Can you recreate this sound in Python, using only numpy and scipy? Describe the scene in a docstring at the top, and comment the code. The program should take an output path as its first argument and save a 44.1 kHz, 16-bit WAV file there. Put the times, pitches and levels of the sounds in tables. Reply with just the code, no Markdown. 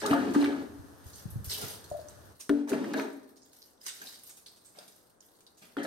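"""A splash and hollow gulps open the scene: a plastic mug is dunked in a bucket in a tiled shower.
Trapped air pockets ring as resonators while the mug churns the water and knocks against it.
Emptied over a wet bath mat, the water drums on the mat, spatters on the tiles and drips off,
sounding by impact and by the bubbles it traps. The small hard room reverberates after everything."""
import sys
import numpy as np
from scipy import signal
from scipy.fft import rfft, irfft, next_fast_len
from scipy.io import wavfile

SR = 44100
rng = np.random.default_rng(int(sys.argv[2]) if len(sys.argv) > 2 else 0)


def to_wav(sig):
    """Store sig (one row per channel, or 1-D mono) as 16-bit WAV at the path in sys.argv[1].

    Samples outside -1..1 are clipped; the rate is SR.
    """
    pcm = np.clip(np.atleast_2d(sig), -1, 1) * 32767
    pcm = np.round(pcm).astype(np.int16)
    wavfile.write(sys.argv[1], SR, pcm.T)  # frames by channels


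N = 258426
TIME = np.arange(N) / SR

# Levels in the tables are relative; each source applies its own gain.
# reverberation of the tiled room: (frequency [Hz], t60 [s])
ROOM_DECAY = [(100, 0.23), (280, 0.93), (700, 0.79), (2000, 0.63), (5000, 0.68), (14000, 0.46)]
# likeness of the two channels in the diffuse field: (frequency [Hz], correlation [ratio])
COHERENCE = [(60, 0.43), (130, 0), (300, 1), (480, 0.092), (800, 0.018), (15000, 0.26)]
# spectra of the quiet room and of a dull rush: (frequency [Hz], level [dB])
QUIET_SPECTRUM = [(30, -5), (110, -5), (420, -1), (750, -5), (1050, -8.5), (1600, -11), (2500, -26.5),
                  (4500, -30.5), (9000, -16), (15000, -63)]
RUSH_SPECTRUM = [(25, -26), (50, -6), (90, 6), (170, -8), (400, -7.5), (800, -11.5), (1750, -12.5),
                 (2100, -25.5), (5000, -23)]
# soft thuds of the heavy wet mat and the mug: (time [s], level [dB], pitch [Hz])
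THUD_EVENTS = [(0.111, -41, 122), (0.793, -47, 96.3), (1.058, -46.5, 106), (1.253, -38.5, 136),
               (1.323, -44, 109), (1.356, -34.5, 145), (1.389, -40, 102), (1.47, -39.5, 98),
               (1.635, -45, 135), (1.913, -47.5, 111), (2.496, -43, 55.3)]
# the soaked mat starts to run off: (time [s], level [dB])
RUNOFF_ONSETS = [(0.06, -58), (1.55, -42), (2.96, -63), (3.87, -46.5)]
# drops and dollops: (time [s], level [dB], bubble pitch [Hz], decay time [s], bubbles over crackle [dB])
DRIP_EVENTS = [(0.06, -17.5, 3830, 0.0036, -7), (0.335, -31.5, 8260, 0.006, -23),
               (1.13, -39.5, 5340, 0.012, 11), (1.301, -36, 11600, 0.011, 8),
               (1.444, -27, 13000, 0.0084, 1), (1.497, -23, 4800, 0.0027, 4),
               (1.506, -19, 4550, 0.0065, -0.5), (1.52, -25.5, 3860, 0.012, 8.5),
               (1.618, -26, 8600, 0.0013, 1), (2.084, -35, 7070, 0.0036, 10),
               (2.397, -32, 9000, 0.008, -11), (2.406, -29.5, 6800, 0.0059, -3.5),
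               (2.493, -23.5, 5300, 0.00075, -13), (2.691, -26, 4400, 0.0058, -20),
               (2.935, -28.5, 5500, .0015, -5), (3.366, -45.5, 5470, 0.0085, -1),
               (3.418, -45.5, 6430, 0.0075, 20), (3.531, -40, 8950, 0.0024, -15.5),
               (3.618, -39, 4670, 0.0037, 11.5), (3.863, -21.5, 5740, 0.0052, -12),
               (4.07, -32, 4000, 0.0085, 5), (4.235, -33, 12900, 0.0025, 4),
               (4.293, -33.5, 7310, 0.0076, -4), (4.37, -36.5, 11820, 0.007, -6),
               (4.461, -34.5, 4480, 0.0076, 0.5), (4.567, -46, 5000, 0.0071, -11),
               (4.648, -40.5, 7400, 0.011, 2), (4.786, -34.5, 4580, 0.0044, 2),
               (4.878, -38, 4520, 0.0057, -11), (4.962, -45, 12300, .002, 8),
               (5.205, -39.5, 6500, 0.0025, 8), (5.405, -44.5, 6920, .005, -14),
               (5.466, -41, 4550, 0.0042, 4.5), (5.57, -44.5, 6700, 0.014, -10.5),
               (5.83, -30.5, 4220, 0.0072, -8.5)]
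# sheets of water landing on the tiles: (time [s], rise [s], hold [s], splash [dB], spray [dB])
SPLASH_EVENTS = [(0.0, 0.00057, 0.02, -44.5, -58.5), (0.07, 0.014, 0.014, -53.5, -42),
                 (0.335, 0.0066, 0.12, -50.5, -59.5), (1.02, 0.037, 0.04, -66.5, -55),
                 (1.14, 0.02, 0.038, -57.5, -49), (1.445, 0.0091, 0.058, -53.5, -48.5),
                 (1.503, 0.006, 0.18, -47.5, -41.5), (2.085, 0.0076, 0.063, -65.5, -71.5),
                 (2.392, 0.01, 0.0053, -67, -59.5), (2.67, 0.015, 0.0032, -54.5, -49.5),
                 (2.95, 0.037, 0.022, -50.5, -52.5), (3.53, 0.0086, 0.13, -70.5, -62),
                 (3.805, 0.0074, 0.026, -60, -53.5), (3.847, 0.0077, 0.016, -39.5, -51.5),
                 (3.91, 0.014, 0.21, -55.5, -54.5), (4.235, .01, 0.054, -67.5, -52.5),
                 (4.63, 0.0064, 0.39, -74, -65), (5.205, 0.0067, 0.052, -68, -64),
                 (5.605, 0.011, 0.036, -68, -65)]
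# thick gushes off the mat: (time [s], rise [s], hold [s], on the floor [dB], into the bucket [dB])
GUSH_EVENTS = [(1.5, 0.011, 0.0091, -73, -50.5), (1.56, 0.031, 0.042, -65, -51.5),
               (1.6, 0.022, 0.014, -40, -58), (3.848, 0.0067, 0.013, -63, -62),
               (4.0, 0.0072, 0.016, -52, -64.5), (4.73, 0.038, 0.054, -55.5, -63.5),
               (5.615, 0.0046, 0.0056, -52, -68)]
# water slapping mug and bucket wall: (time [s], level [dB], bubble pitch [Hz], decay time [s])
SLAP_EVENTS = [(0.016, -42, 1140, .003), (0.135, -29.5, 1420, 0.0018), (0.348, -35.5, 1335, 0.005),
               (0.424, -37, 1420, .003), (0.443, -35.5, 2370, 0.0064), (2.732, -37, 1900, 0.0025),
               (2.771, -50, 1520, 0.0026), (2.842, -41.5, 1625, 0.0033), (2.936, -38.5, 2032, 0.00203),
               (2.94, -32.5, 1340, 0.0017), (2.995, -36, 1630, 0.0044)]
# spectra of water as it falls, slaps and is stirred: (frequency [Hz], level [dB])
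PATTER_SPECTRUM = [(1000, 1), (2400, -5), (4500, -1), (6500, -2.5), (8500, 2.5), (12000, 4), (15500, 11)]
DROP_SPECTRUM = [(200, -20), (1000, -10.5), (2200, -9), (3500, -5.5), (9000, 2.5), (12500, -5),
                 (16000, -0.5)]
SPLASH_SPECTRUM = [(600, -44), (1500, 8.5), (2400, -0.5), (3200, -2), (4800, 4), (6500, 3), (8500, 7),
                   (15000, -14.5)]
SPRAY_SPECTRUM = [(2500, -19.5), (6000, -8.5), (8500, -10.5), (12000, -6), (15500, -6.5)]
STREAM_SPECTRUM = [(90, -10), (200, 14.5), (330, 5), (600, 3), (1030, -7), (1300, -1), (2400, -0.5),
                   (4000, 2), (9000, -2)]
SLAP_SPECTRUM = [(60, -35.5), (700, -1), (1600, 5), (2400, -10.5), (4200, -9), (6000, -19), (15000, -19.5)]
CHURN_SPECTRUM = [(30, -42), (60, -41), (130, -8.5), (190, -10.5), (300, 7.5), (650, -11), (900, 0.5),
                  (1060, -16), (1250, 5), (1750, 11.5), (2400, -7), (4300, -1.5), (6000, -52),
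                  (15000, -42.5)]
# strokes of the mug through the bucket: (time [s], rise [s], hold [s], churning [dB], boom [dB])
MUG_STROKES = [(0.018, 0.0072, 0.17, -33.5, -30.5), (0.1, 0.011, 0.003, -27.5, -16),
               (0.18, 0.0094, 0.12, -47, -25), (0.338, 0.0068, 0.096, -37, -25),
               (0.445, 0.023, 0.025, -34.5, -44.5), (0.5, .02, 0.098, -51, -31.5),
               (2.495, 0.0091, 0.1, -61.5, -35.5), (2.667, 0.023, 0.02, -37.5, -46.5),
               (2.717, 0.0081, 0.027, -40.5, -24), (2.775, 0.0049, 0.21, -55.5, -28.5),
               (2.936, 0.0059, 0.055, -34.5, -37.5), (2.975, 0.051, 0.016, -41, -38.5),
               (5.769, 0.0014, 0.036, -37, -29), (5.835, 0.029, .03, -28.5, -32)]
# low and higher resonances of the air in the bucket: (frequency [Hz], bandwidth [Hz], gain [dB])
BOOM_MODES = [(254, 11, -2.5), (279, 39, 7.5)]
BUCKET_MODES = [(395, 25, 11), (459, 3.4, 2.9), (633, 14, 12), (700, 10.4, 2.5), (870, 88, 1),
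                (1190, 50, 4)]
# the mug strikes the water: (time [s], hollow boom [dB], plastic ring [dB], click [dB])
KNOCK_EVENTS = [(2.494, -16.5, -30.5, -29.5), (2.718, -24, -42, -44), (5.768, -29.5, -38.5, -41)]
# modes of the air under the mug and of its wall: (frequency [Hz], level [dB], t60 [s])
MUG_AIR_MODES = [(239.1, -16, 0.89), (288, -2, 0.47), (393.7, -2.5, 0.12), (444.4, -19, 0.53),
                 (580, -24.5, 0.87), (646, -21, 0.32)]
MUG_WALL_MODES = [(1226, -7, 0.016), (1443, 8.5, 0.022), (1539, -5.5, 0.026)]
# air pockets ringing in the water: (time [s], level [dB], pitch [Hz], t60 [s])
AIR_POCKETS = [(0.107, -24.5, 282.6, 0.38), (0.131, -21.5, 1238, 0.039), (0.134, -29.5, 694, 0.15),
               (0.149, -34, 890, 0.19), (0.344, -35, 1207, 0.07), (0.36, -20.5, 285.9, 0.54),
               (0.416, -37, 4060, 0.019), (0.459, -31, 2260, 0.022), (1.914, -31.5, 670, 0.032),
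               (1.917, -37, 593, 0.28), (1.945, -38, 668, 0.11), (1.992, -40.5, 607, 0.1),
               (2.718, -32.5, 376, 0.17), (2.72, -38.5, 246.6, 0.4), (2.731, -30.5, 642, 0.072),
               (2.734, -38, 890, 0.036), (2.957, -38, 273.2, 0.36), (2.975, -38, 446, 0.27),
               (2.96, -38.5, 632, 0.16), (4.017, -41.5, 1646, 0.041), (4.785, -50, 594, 0.059)]
# imbalance of the microphone ports: (frequency [Hz], left minus right [dB])
PORT_BALANCE = [(100, -1), (600, 4.5), (1300, 3.5), (2400, -2.5), (4400, 1), (8100, -7), (13000, 5)]
# response common to both ports: (frequency [Hz], gain [dB])
MIC_RESPONSE = [(35, -5), (65, 3), (6800, 0.5), (7000, -6), (7800, -5), (8400, 2), (10000, -3), (12000, 1),
                (13500, -5.5), (15500, -12)]


def amp(db):
    """Amplitude grows tenfold for every 20 dB."""
    return 10 ** (np.asarray(db) / 20)


def unit(x):
    """Normalisation to an rms of 1."""
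    return x / np.sqrt(np.mean(x ** 2) + 1e-20)


def curve_at(points, hz):
    """Interpolation of a table on a logarithmic frequency axis."""
    freqs, values = np.transpose(points)
    return np.interp(np.log(hz + 1), np.log(freqs + 1), values)


def add(mix, start_s, sound):
    """Superposition: a sound adds to the mix from its starting time."""
    part = mix[:, max(round(start_s * SR), 0):][:, :sound.shape[1]]
    part += sound[:, :part.shape[1]]


def colour(x, points):
    """Filtering: the spectrum is multiplied by a curve of (frequency [Hz], gain [dB])."""
    size = next_fast_len(x.shape[-1] + 2048)
    gain = amp(curve_at(points, np.fft.rfftfreq(size, 1 / SR)))
    return irfft(rfft(x, size) * gain, size)[..., :x.shape[-1]]


def resonate(x, modes):
    """Forced vibration: x drives resonators in parallel."""
    return sum(amp(db) * signal.lfilter(*signal.iirpeak(hz, hz / width, SR), x)
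               for hz, width, db in modes)


def struck(modes):
    """Free vibration: each mode of a struck body decays at its own rate."""
    t = TIME[:SR]
    return sum(amp(db - 60 * t / t60) * np.sin(2 * np.pi * hz * t) * (1 - np.exp(-t * hz))
               for hz, db, t60 in modes)


def diffuse(size, dying=False):
    """A diffuse field: random-phase noise, partly coherent in the bass, steady or dying with the room."""
    hz = np.fft.rfftfreq(512, 1 / SR)
    t = np.arange(size // 256 + 3)[:, None] * 256 / SR
    left, independent = np.exp(2j * np.pi * rng.random((2, len(t), len(hz))))
    coherence = np.clip(curve_at(COHERENCE, hz), -1, 1)
    right = coherence * left + np.sqrt(1 - coherence ** 2) * independent
    spectra = np.array([left, right])
    if dying:
        spectra = spectra * np.exp(-np.log(1000) * t / curve_at(ROOM_DECAY, hz))
    return unit(signal.istft(spectra.transpose(0, 2, 1))[1][:, :size])


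def room(x, wet_db, lag_samples=11, near_db=4, near_s=0.022):
    """Reverberation: direct sound, lagging on one side, plus near-wall reflections and a diffuse tail."""
    near_walls = 1 + amp(near_db) * np.exp(-TIME[:SR] / near_s)
    tail = signal.fftconvolve(x[None], near_walls * diffuse(SR, dying=True), axes=1)
    mono = np.pad(x, (0, SR - 1))
    direct = np.array([np.roll(mono, max(lag_samples, 0)), np.roll(mono, max(-lag_samples, 0))])
    return unit(unit(direct) + amp(wet_db) * unit(tail)) * np.std(mono)  # energy is conserved


def surges(events, fall_db_per_s):
    """Incoherent events add in power; each rises, holds and decays. One envelope per level column."""
    power = np.zeros((2, N))
    for start, rise, hold, *levels_db in events:
        attack = np.clip((TIME - start) / max(rise, 1 / SR), 0, 1)
        decay = amp(-fall_db_per_s * np.maximum(TIME - start - rise - hold, 0))
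        power += (amp(levels_db)[:, None] * attack * decay) ** 2
    return np.sqrt(power)


def clumps(per_s, depth_db):
    """Random amplitude modulation: water arrives in clumps."""
    knots = np.clip(rng.standard_normal(int(per_s * TIME[-1]) + 2), -2, 2)
    return unit(amp(depth_db * np.interp(TIME * per_s, np.arange(len(knots)), knots)))


def impacts(per_s, spread_db):
    """A Poisson process of clicks: many small, a few large."""
    chance, size, sign = rng.random((3, N))
    strength = amp(spread_db * np.minimum(-np.log(size + 1e-9), 4))
    return (chance < per_s / SR) * np.sign(sign - .5) * strength


def crackle(decay_s, size=4096):
    """Impact noise: breaking water gives a short burst of uneven ticks."""
    t = np.arange(size) / SR
    grains = rng.standard_normal(size) * amp(6 * np.clip(rng.standard_normal(size), -2, 2))
    return grains * np.sqrt(t) * np.exp(-t / decay_s)


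def bubble(hz, t60, glide, swell_cycles=0.58):
    """A damped oscillator with gliding pitch; a bubble glides upward as it nears the surface."""
    t = np.arange(int(t60 * SR) + 8) / SR
    turns = hz * t * (1 + glide * t / t60 / 2)
    onset = 1 - np.exp(-t * hz / swell_cycles)
    return np.sin(2 * np.pi * turns) * np.exp(-np.log(1000) * t / t60) * onset


def bubble_swarm(lo_hz, hi_hz, per_s, cycles, glide, spread_db, count=30):
    """Minnaert resonance: bubbles of many sizes, born at random, each ring at their own pitch."""
    births = impacts(per_s, spread_db)
    kind = rng.integers(0, count, N)
    shapes = [bubble(hz, cycles / hz, glide)[None] for hz in np.geomspace(lo_hz, hi_hz, count)]
    out = np.zeros((1, N))
    for at in np.flatnonzero(births):
        add(out, at / SR, births[at] * shapes[kind[at]])
    return unit(out[0])


def water(lo_hz, hi_hz, per_s, cycles, bubbles_db):
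    """Air entrainment: moving water ticks on impact and traps ringing bubbles."""
    ticks = impacts(per_s=4 * per_s, spread_db=4) * clumps(per_s=130, depth_db=4)
    bubbles = bubble_swarm(lo_hz, hi_hz, per_s, cycles, glide=.08, spread_db=4)
    return unit(ticks) + amp(bubbles_db) * bubbles


def splat(spectrum, hz, decay_s, bubbles_db, cycles, scatter, count):
    """A single impact crackles and entrains a few bubbles of like size within moments."""
    burst = unit(colour(crackle(decay_s), spectrum))
    delays = decay_s * rng.exponential(1, count)
    pitches = hz * np.exp(scatter * rng.standard_normal(count))
    bubbles = np.zeros((1, len(burst)))
    for delay, pitch in zip(delays, pitches):
        add(bubbles, delay, bubble(pitch, cycles / pitch, glide=0.12)[None])
    sound = unit(burst + amp(bubbles_db) * unit(bubbles[0]))
    return sound * np.sqrt(decay_s * SR / len(sound))  # energy is proportional to duration


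def background(quiet_db=-68.5, rush_db=-56, rush_end_s=2.315, fade_db_per_s=215):
    """Diffuse noise: the steady quiet of the room, and a dull rush that holds and then fades fast."""
    quiet = amp(quiet_db) * unit(colour(diffuse(N), QUIET_SPECTRUM))
    rush_gain = amp(rush_db - fade_db_per_s * np.maximum(TIME - rush_end_s, 0))
    return quiet + rush_gain * unit(colour(diffuse(N), RUSH_SPECTRUM))


def thuds(gain_db=17, t60=0.045):
    """Heavy damping: the wet mat and the mug thud for a few cycles, sagging in pitch."""
    out = np.zeros((2, N))
    for start, db, hz in THUD_EVENTS:
        thud = amp(db + gain_db) * bubble(hz, t60, glide=-0.61)
        add(out, start, room(thud, wet_db=-0.5, lag_samples=97))
    return out


def runoff(trickle_db=-66, fall_db_per_s=39, splat_s=.007):
    """Shot noise: the soaked mat sheds drops on the tiles at random, thinning to a steady trickle."""
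    flow = amp(trickle_db) + sum(amp(db - fall_db_per_s * abs(TIME - start)) * (TIME > start)
                                 for start, db in RUNOFF_ONSETS)
    landings = abs(impacts(per_s=48, spread_db=2.5))
    envelope = signal.lfilter([1], [1, -np.exp(-1 / (splat_s * SR))], landings)
    patter = envelope * water(3500, 14000, per_s=800, cycles=30, bubbles_db=0)
    return room(flow * unit(colour(patter, PATTER_SPECTRUM)), wet_db=0, lag_samples=45)[:, :N]


def drips(gain_db=-9):
    """Drops sound by impact and bubble resonance; the shortest are near, so direct sound dominates."""
    out = np.zeros((2, N))
    for start, db, hz, decay_s, bubbles_db in DRIP_EVENTS:
        drop = splat(DROP_SPECTRUM, hz, decay_s, bubbles_db, cycles=26, scatter=0.13, count=8)
        wet_db = 20 * np.log10(decay_s / .005) - 1
        add(out, start, room(amp(db + gain_db) * drop, wet_db, lag_samples=rng.integers(-40, 50)))
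    return out


def spatter(spray_db=1):
    """Small bubbles ring high: droplets tick on wet tile and trap air in the film of water."""
    coarse, fine = surges(SPLASH_EVENTS, fall_db_per_s=274)
    splash = unit(colour(water(2800, 8000, per_s=500, cycles=32, bubbles_db=0), SPLASH_SPECTRUM))
    spray = unit(colour(water(7000, 15000, per_s=450, cycles=45, bubbles_db=-1), SPRAY_SPECTRUM))
    drops = coarse * splash + amp(spray_db) * fine * spray
    return room(drops * clumps(per_s=120, depth_db=3), wet_db=0, lag_samples=45)[:, :N]


def gushes():
    """A thick stream slaps the floor; the part that falls into the bucket excites cavity resonances."""
    stream = unit(colour(water(600, 3500, per_s=600, cycles=14, bubbles_db=-4), STREAM_SPECTRUM))
    cavity = unit(resonate(stream, BUCKET_MODES[:2]))
    on_floor, in_bucket = surges(GUSH_EVENTS, fall_db_per_s=194)
    return room(stream * on_floor + cavity * in_bucket, wet_db=4)[:, :N]


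def slaps(gain_db=3):
    """Water slaps the mug and the bucket wall, each impact entraining a few small bubbles."""
    out = np.zeros((2, N))
    for start, db, hz, decay_s in SLAP_EVENTS:
        slap = splat(SLAP_SPECTRUM, hz, decay_s, bubbles_db=-1, cycles=24, scatter=0.27, count=4)
        add(out, start, room(amp(db + gain_db) * slap, wet_db=-4, lag_samples=0))
    return out


def mug_churning(cavity_db=-4, gurgle_db=-5, churn_db=-2.5, boom_db=-8):
    """Cavity resonance: water stirred by the mug drives the air in the bucket."""
    stirred = water(400, 4200, per_s=650, cycles=20, bubbles_db=2)
    gurgle = amp(gurgle_db) * bubble_swarm(500, 3800, per_s=150, cycles=45, glide=.1, spread_db=2)
    cavity = amp(cavity_db) * unit(resonate(stirred, BUCKET_MODES))
    churn = unit(unit(colour(stirred, CHURN_SPECTRUM)) + cavity + gurgle)
    low_cut = signal.butter(2, 130, "high", fs=SR, output="sos")
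    boom = unit(signal.sosfilt(low_cut, resonate(rng.standard_normal(N), BOOM_MODES)))
    churn_gain, boom_gain = surges(MUG_STROKES, fall_db_per_s=292)
    return room(amp(churn_db) * churn * churn_gain + amp(boom_db) * boom * boom_gain, wet_db=-1.5)[:, :N]


def mug_knocks(click_s=0.0026):
    """Impulse excitation: the mug clicks on the water, its wall rings briefly and its air booms on."""
    out = np.zeros((2, N))
    for start, boom_db, plastic_db, click_db in KNOCK_EVENTS:
        burst = unit(colour(crackle(click_s), SLAP_SPECTRUM))
        click = amp(click_db) * burst * np.sqrt(click_s * SR / len(burst))
        add(out, start, room(amp(boom_db) * struck(MUG_AIR_MODES), wet_db=-8))
        add(out, start, room(amp(plastic_db) * struck(MUG_WALL_MODES), wet_db=-7, lag_samples=0))
        add(out, start, room(click, wet_db=-7, lag_samples=0))
    return out


def mug_gulps(gain_db=5):
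    """Minnaert resonance: each air pocket leaving the mug is a spring loaded by the water around it."""
    out = np.zeros((2, N))
    for start, db, hz, t60 in AIR_POCKETS:
        add(out, start, room(amp(db + gain_db) * bubble(hz, t60, glide=0.024), wet_db=-7))
    return out


def scene():
    """Superposition: the pressures of all sources in the shower add."""
    in_bucket = mug_gulps() + mug_knocks() + slaps() + mug_churning()
    return in_bucket + gushes() + spatter() + runoff() + drips() + thuds() + background()


def record(dry, cutoff_hz=15900):
    """Filters in cascade: each microphone port's own colour, their common response and a band limit."""
    ports = [colour(channel, [(hz, side * db / 2) for hz, db in PORT_BALANCE])
             for channel, side in zip(dry, (1, -1))]
    low_pass = signal.firwin(511, cutoff_hz, window=("kaiser", 9), fs=SR)
    return signal.oaconvolve(colour(np.array(ports), MIC_RESPONSE), low_pass[None], "same", axes=1)


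dry = scene()
out = record(dry)
to_wav(out)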